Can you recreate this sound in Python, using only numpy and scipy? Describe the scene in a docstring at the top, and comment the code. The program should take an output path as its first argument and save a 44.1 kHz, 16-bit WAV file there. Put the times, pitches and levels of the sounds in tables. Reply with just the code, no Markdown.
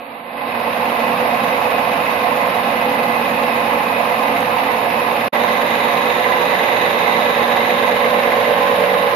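"""A gear-cutting machine whirs steadily in a workshop, heard from a hand-held camera that moves in closer.
Gear teeth hum at whole multiples of one shaft speed, over noise that rings the casing; treble noise lies on top.
Regular cutter strokes swell the noise and knock rings out of the tool holder; one thin tick is heard.
The sound swells up at the start and drops out once at an edit, where stroke and hum timing start afresh.
Left and right are mixed from one signal and an echoed copy of it."""
import sys
import numpy as np
from scipy import signal
from scipy.fft import rfft, irfft, next_fast_len
from scipy.io import wavfile
from scipy.ndimage import uniform_filter1d

SR = 44100
rng = np.random.default_rng(int(sys.argv[2]) if len(sys.argv) > 2 else 0)


def ratio_of_db(decibels):
    """Turn decibels (scalar or array-like) into linear amplitude factors; 0 dB maps to 1."""
    return 10 ** (np.asarray(decibels, float) / 20)


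def wav_record(signal):
    """Record a signal, one row per channel, as 16-bit PCM in the file named by sys.argv[1]."""
    frames = np.transpose(np.atleast_2d(signal))
    bounded = np.clip(frames, -1, 1)
    # unit amplitude maps onto the largest positive 16-bit level
    quanta = np.round(bounded * 32767).astype(np.int16)
    wavfile.write(sys.argv[1], SR, quanta)


N = 403515
T = np.arange(N) / SR  # time in seconds

# Source levels are those before the fade-in and the left-right mix.
# Camera path: time_s, place (0 wide, 1 near the cutter, 2 near the spindle)
CAMERA_PATH = [(0, 0.0084), (5.29, 0.058), (5.32, 0.57), (7.0, 1.01), (7.6, 1.03), (8.3, 1.84),
               (9.15, 2.06)]
# Broad roar of the machine: pitch_hz, level_db (per Hz)
ROAR_SPECTRUM = [(20, -87), (60, -74), (110, -62.5), (270, -58.5), (410, -60.5), (480, -52), (1100, -50.5),
                 (1400, -59), (2700, -58), (3300, -68), (4300, -72), (5500, -78), (7200, -81.5),
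                 (8200, -100)]
# Casing resonances: pitch_hz, width_hz, then wide_db, cutter_db, spindle_db (peak per Hz at each place)
CASING_RESONANCES = [(191, 20, -54.5, -56, -51), (273, 15, -50, -53.5, -61),
                     (356.8, 14.3, -54.5, -49.5, -52), (542, 55, -54, -55, -48), (601.4, 16, -49, -42, -38),
                     (724.4, 35, -44, -43, -45.5), (804, 59, -48.5, -45.5, -44.5),
                     (878, 86, -48.5, -57.5, -46.5), (940, 48, -47, -44, -54),
                     (1016, 16, -45, -40.5, -37.5), (1048, 30, -43, -45.5, -44.5),
                     (1085, 17, -49, -48.5, -40), (1214, 35, -52, -52, -59), (1656, 390, -67, -55.5, -56.5),
                     (2010, 370, -62, -54, -53.5), (2035, 60, -50, -48, -49), (2536, 58, -52, -54, -67),
                     (3020, 810, -89, -65.5, -66), (3732, 464, -67.5, -57.5, -61.5),
                     (6540, 250, -95, -72.5, -81)]
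# Treble hiss: pitch_hz, level_db (per Hz)
HISS_SPECTRUM = [(8300, -100), (9200, -83.5), (10000, -77.5), (11100, -78), (12000, -72.5), (13600, -82.5),
                 (14800, -83), (15200, -120)]
# Cutter stroke rate: before_edit_per_s, after_edit_per_s
STROKE_RATES = [22.545, 22.592]
# Moment of one stroke: before_edit_s, after_edit_s
STROKE_MOMENTS = [.0217, 5.3548]
# Gear mesh tones: order (multiple of the shaft speed)
MESH_ORDERS = [20, 25, 29, 30, 49, 50, 54, 55, 62, 77]
# Level of each mesh tone: wide_db, cutter_db, spindle_db
MESH_LEVELS = [(-47.5, -44, -49), (-39, -46, -48), (-45.5, -52, -44), (-44, -65, -48), (-44, -34, -33.5),
               (-41.5, -35.5, -29.5), (-40.5, -33, -32), (-30, -28, -23), (-33, -29.5, -23),
               (-33, -36, -34)]
# Whines that are not tied to the shaft: pitch_hz
WHINE_PITCHES = [430.7, 541.7, 640.6, 834.4, 1128.5, 1331, 1703.8]
# Level of each whine: wide_db, cutter_db, spindle_db
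WHINE_LEVELS = [(-48, -40, -52), (-44, -39.5, -40), (-42, -48.5, -48), (-37.5, -36, -46), (-39.5, -32, -45),
                (-44.5, -41, -47), (-45.5, -53, -44)]
# A moment when the two low hums cancel most: before_edit_s, after_edit_s
HUM_QUIET_MOMENTS = [2.05, 6.5]
# Base strength of the random blows on the tool holder: wide_db, cutter_db, spindle_db
BLOW_LEVELS = [-28.5, -23, -38]
# The hardest single blows, before the holder rings: start_s, blow_db
HARD_BLOWS = [(6.3245, -14.5), (6.5101, -17), (6.6842, -16), (7.0778, -16), (7.3944, -17), (7.5203, -16),
              (7.648, -17), (7.8341, -18), (7.8755, -16), (7.9179, -15), (7.9478, -16), (8.014, -16),
              (8.0431, -11), (8.319, -14)]
# Ringing tones of the tool holder: pitch_hz, level_db, decay_s (time to fall 60 dB)
HOLDER_RINGS = [(2035, 9, 0.025), (2430, -8, 0.014), (4030, -26, .02)]
# Echoes in a loop: delay_slots, phase_turn (half turns per band), feedback (0-1)
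ECHO_LOOPS = [(3, .43, .6514), (4, .75, .5647), (5, .347, .4895)]
# Left-right picture by band: from_hz, balance_db (left over right), likeness (-1 to 1)
STEREO_BANDS = [(0, -0.5, 0.94), (190, -2, 0.97), (358, -4.5, 0.73), (555, -9.5, 0.86), (740, -10.5, 0.76),
                (900, -13, 0.14), (1100, -9, -0.3), (1424, -2.3, 0.21), (1850, -4.3, -0.44),
                (2223, 0.7, 0.48), (2625, -1.5, 0.28), (3010, 3.5, 0.25), (3360, -8.5, 0.47),
                (4150, -4.5, 0.021), (5370, -12.5, -0.47), (6620, -47, 0.25), (9060, 1.0, 0.036),
                (13125, -2.5, 0.17)]
# Fainter parts of the spectrum than this are silenced: pitch_hz, limit_db (per Hz)
FAINT_LIMIT = [(3500, -105), (4800, -84), (5700, -74), (6300, -73), (7000, -75), (8800, -80), (9600, -93),
               (13000, -93), (14200, -77), (15500, -77)]

SHAFT_HZ = 9.088
HUM_ORDER, HUM_DB = 26, -35
PARTNER_DB, BEAT_HZ = -6, 0.4  # second hum: level against the first, distance above it
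# Fade-in: start level against full, wait, time constant of the swell, full gain
START_DB, HOLD_S, CREEP_S, FULL_DB = -14, 0.22, 0.18, 0.82
SLOT_S, BAND_HZ = 64 / 48000, 375  # time and pitch steps of the echoes
TICK_S, TICK_DB = 4.4066, -17
CUT_S, BACK_S, RAMP_S = 5.283, 5.322, 0.012  # sound stops, starts to return, takes this long to return
SNAP_S, TRAIL_DB, TRAIL_DB_PER_S = 0.00072, -24.5, -1200  # fast closing and a faint trail that dies away


def curve(rows):
    """Joins (time, value) rows by straight lines."""
    return np.interp(T, *np.transpose(rows))


def read(points, hz):
    """Reads a spectrum table along a logarithmic pitch axis."""
    pitch, value = np.transpose(points)
    return np.interp(np.log(hz + 1), np.log(pitch + 1), value)


def drift(lo_hz, hi_hz):
    """Slow random wander of rms 1, cut below one rate and fading above another."""
    rate = 100  # points per second
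    count = N // rate + 2
    hz = np.fft.rfftfreq(count, 1 / rate)
    shape = (hz > lo_hz) / (1 + (hz / hi_hz) ** 2)
    wander = irfft(rfft(rng.standard_normal(count)) * shape, count)
    return np.interp(np.arange(N) / rate, np.arange(count), wander / wander.std())


def by_place(values):
    """Cross-fades three values or sounds as the camera moves."""
    place = curve(CAMERA_PATH)
    return sum(v * np.maximum(1 - abs(place - k), 0) for k, v in enumerate(values))


def by_shot(values):
    """Gives the first value before the edit and the second after it."""
    return np.where(T < BACK_S, *values)


def throb():
    """A swell on every cutter stroke, each of its own strength, about 0-1."""
    strokes = (T - by_shot(STROKE_MOMENTS)) * by_shot(STROKE_RATES)
    nearest = np.round(strokes).astype(int)
    strength = rng.uniform(0.58, 1.0, 300)[nearest]
    return strength * np.exp(1.5 * (np.cos(2 * np.pi * strokes) - 1))


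def rattle(level_db):
    """Tooth contact: dense noise with sparse harder taps, rms 1 overall."""
    taps = (rng.random(N) < 300 / SR) * rng.standard_normal(N) * 2.2
    noise = (rng.standard_normal(N) + taps) * ratio_of_db(level_db)
    return noise / noise.std()


def roar(flutter, strokes):
    """Rattle rings the casing, whose resonances balance differently at each camera place."""
    hz = np.fft.rfftfreq(N, 1 / SR)
    # The gear train fills the bass and the cutter the treble
    upper = 1 / (1 + (1400 / (hz + 1)) ** 8)
    train = rattle(0.2 * flutter + 0.59 * strokes)
    cutter_db = 0.41 * flutter + 0.86 * drift(5.4, 28) + strokes * by_place([2.2, 3.5, 3.5])
    cutter = rattle(cutter_db)
    drive = rfft(train) * np.sqrt(1 - upper) + rfft(cutter) * np.sqrt(upper)
    drive = drive * np.sqrt(SR / 2)  # so that levels count per Hz
    shapes = [1 / (1 + (2 * (hz - f) / width) ** 2) ** 2 for f, width, *_ in CASING_RESONANCES]
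    broad = ratio_of_db(read(ROAR_SPECTRUM, hz)) ** 2
    sounds = []
    for k in range(3):
        peaks = sum(ratio_of_db(row[2 + k]) ** 2 * shape for row, shape in zip(CASING_RESONANCES, shapes))
        sounds.append(irfft(drive * np.sqrt(broad + peaks), N))
    return by_place(sounds)


def hiss(flutter, strokes):
    """Smooth treble noise that swells with the strokes and flickers a little on its own."""
    hz = np.fft.rfftfreq(N, 1 / SR)
    spectrum = rfft(rng.standard_normal(N)) * ratio_of_db(read(HISS_SPECTRUM, hz))
    noise = irfft(spectrum, N) * np.sqrt(SR / 2)
    return noise * ratio_of_db(0.5 * flutter + 2.3 * strokes + 0.5 * drift(1.6, 25))


def tone(hz, waver_db, wander):
    """A sine, rms 1 when steady, whose level wavers and whose phase wanders."""
    phase = 2 * np.pi * (hz * T + rng.random()) + wander * drift(0, 2.0)
    return np.sqrt(2) * np.sin(phase) * ratio_of_db(waver_db * drift(0.3, 6.8))


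def hum():
    """Two low hums a fraction of a hertz apart strengthen and weaken each other in turn."""
    phase = 2 * np.pi * (HUM_ORDER * SHAFT_HZ * T + rng.random()) + 0.11 * drift(0, 2.3)
    beat = 2 * np.pi * BEAT_HZ * (T - by_shot(HUM_QUIET_MOMENTS))
    pair = np.sin(phase) - ratio_of_db(PARTNER_DB) * np.sin(phase + beat)
    return np.sqrt(2) * pair * ratio_of_db(HUM_DB + 1.2 * drift(0.3, 14.0))


def gears():
    """Mesh tones on shaft multiples, whines and the low hum; tones are firmer near the spindle."""
    lines = [(order * SHAFT_HZ, db) for order, db in zip(MESH_ORDERS, MESH_LEVELS)]
    lines += list(zip(WHINE_PITCHES, WHINE_LEVELS))
    waver_db, wander = by_place([2.5, 1.6, 0.8]), by_place([0.55, 0.4, 0.2])
    out = 0
    for hz, levels_db in lines:
        blur = 2.24 if hz > 600 else 1  # higher tones are less steady
        out = out + tone(hz, waver_db * blur, wander * blur) * by_place(ratio_of_db(levels_db))
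    return out + hum()


def knocks(strokes):
    """Uneven blows, bunched on the strokes, ring the tool holder, a little sharp or flat by where they land."""
    size_db = by_place(BLOW_LEVELS) + 1.85 * np.minimum(rng.exponential(1, N), 4)
    size = ratio_of_db(size_db) * rng.choice([-1, 1], N)
    blows = size * (rng.random(N) < (30 + 150 * strokes ** 2) / SR)
    for start_s, blow_db in HARD_BLOWS:
        blows[round(start_s * SR)] = ratio_of_db(blow_db)
    t = T[:3000]
    spot = rng.integers(-1, 2, N)
    out = 0
    for k in (-1, 0, 1):
        ring = 0
        for hz, db, decay_s in HOLDER_RINGS:
            ring = ring + ratio_of_db(db - 60 * t / decay_s) * np.sin(2 * np.pi * hz * (1 + 0.02 * k) * t)
        ring = ring * (1 - np.exp(-t / 0.0014))  # soft onset
        out = out + signal.oaconvolve(blows * (spot == k), ring)[:N]
    return out


def fader():
    """The gain holds low, then swells smoothly to full."""
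    u = np.maximum(T - HOLD_S, 0) / CREEP_S
    return ratio_of_db(FULL_DB) * (1 - (1 - ratio_of_db(START_DB)) * (1 + u) * np.exp(-u))


def echoed(hz):
    """Response of the copy: three all-pass echoes (shifting time, not level), plain delay in the treble."""
    def delay(slots):
        return np.exp(-2j * np.pi * hz * SLOT_S * slots)

    out, band = 0, hz / BAND_HZ - 0.5
    for k in (np.floor(band), np.floor(band) + 1):  # neighbouring bands overlap
        centre = np.where(k < 3, k + 0.25 + 0.5 * (band > k), k + 0.5)  # the low bands are halved
        fade = np.clip(1 - 0.05 * (k - 3), 0, 1)  # less feedback in higher bands
        response = delay(2) * np.exp(-0.39j * np.pi * centre)
        for slots, turn, feedback in ECHO_LOOPS:
            z = delay(slots) * np.exp(-1j * np.pi * turn * centre)
            response = response * (z - feedback * fade) / (1 - feedback * fade * z)
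        response = np.where(k < 23, response, np.where(k < 35, delay(14), delay(1)))
        out = out + response * np.clip(0.5 + 3 * (0.5 - abs(band - k)), 0, 1)
    return out


def ducked(copy, mono):
    """The copy is turned down, band by band, wherever the signal falls well under its recent peak."""
    frames = dict(nperseg=236, noverlap=177)  # about one slot a hop
    power = uniform_filter1d(abs(signal.stft(mono, **frames)[2]) ** 2, size=3, axis=0) + 1e-20
    # The remembered peak shrinks to 0.766 of itself each hop
    fall = -np.log(0.766) * np.arange(power.shape[1])
    peak = np.exp(np.maximum.accumulate(np.log(power) + fall, axis=1) - fall)
    mean, gap = signal.lfilter([0.25], [1, -0.75], [power, peak - power])
    gain = np.minimum(1, mean / (1.3 * abs(gap) + 1e-20))
    return signal.istft(signal.stft(copy, **frames)[2] * gain, **frames)[1][:N]


def spread_out(mono):
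    """Each side mixes the signal with its echoed copy by the band's balance and likeness."""
    size = next_fast_len(N + SR)
    hz = np.fft.rfftfreq(size, 1 / SR)
    edges, balance_db, likeness = np.transpose(STEREO_BANDS)
    band = np.clip(np.searchsorted(edges, hz) - 1, 0, None)
    ratio = ratio_of_db(uniform_filter1d(balance_db[band], size=600))
    right = np.sqrt(2) / np.hypot(1, ratio)
    left = ratio * right
    # Mixing angles: a wider angle makes the sides less alike
    spread = np.arccos(np.clip(uniform_filter1d(likeness[band], size=600), -1, 1)) / 2
    lean = spread * (right - left) / np.sqrt(2)
    direct = rfft(mono, size)
    echo = irfft(direct * echoed(hz), size)[:N]
    copy = rfft(ducked(echo, mono), size)
    sides = []
    for gain, angle in ((left, spread), (right, -spread)):
        sides.append(gain * (np.cos(lean + angle) * direct + np.sin(lean + angle) * copy))
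    return irfft(np.array(sides), size)[:, :N]


def limited(x):
    """Peaks above the knee are rounded off."""
    knee, room = 0.75, 0.2
    over = np.maximum(abs(x) - knee, 0)
    return x - np.sign(x) * (over - room * np.tanh(over / room))


def gated(x):
    """Silences short moments of each pitch that are fainter than the limit, which leaves weak treble patchy."""
    frames = dict(fs=SR, nperseg=2048, noverlap=1024, window="cosine", scaling="psd")
    hz, _, z = signal.stft(x, **frames)
    limit = ratio_of_db(read(FAINT_LIMIT, hz)) * (hz > FAINT_LIMIT[0][0])
    keep = abs(z).max(0) * np.sqrt(2) > limit[:, None]  # the louder side decides for both
    return signal.istft(z * keep, **frames)[1][:, :N]


def tick():
    """One thin sharp tick in both channels: a very short bump with a dip on either side."""
    u = (T - TICK_S) / 0.000025
    return ratio_of_db(TICK_DB) * (1 - u ** 2) * np.exp(-u ** 2 / 2)


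def edit():
    """The gain is shut for a moment between two shots, then opens over a short ramp."""
    since = np.maximum(T - CUT_S, 0)
    closing = np.maximum(1 - since / SNAP_S, ratio_of_db(TRAIL_DB + TRAIL_DB_PER_S * since))
    opening = np.clip((T - BACK_S) / RAMP_S, 0, 1) ** 2
    return np.maximum(closing, opening)


def scene():
    """Roar, hiss, knocks and gear tones as one signal, fed to both channels."""
    flutter, strokes = drift(2, 4.8), throb()
    mono = roar(flutter, strokes) + hiss(flutter, strokes) + knocks(strokes) + gears()
    return np.array([mono, mono])


def roll_off(x):
    """The treble ends steeply here."""
    return signal.sosfilt(signal.butter(12, 15630, fs=SR, output="sos"), x)


def record(dry):
    """Fade-in, left-right spread, rounded peaks and patchy treble; then the edit and the tick."""
    mono = dry[0] * fader()
    sides = gated(limited(spread_out(mono)))
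    mix = sides * edit() + tick()
    return roll_off(mix)


dry = scene()
out = record(dry)
wav_record(out)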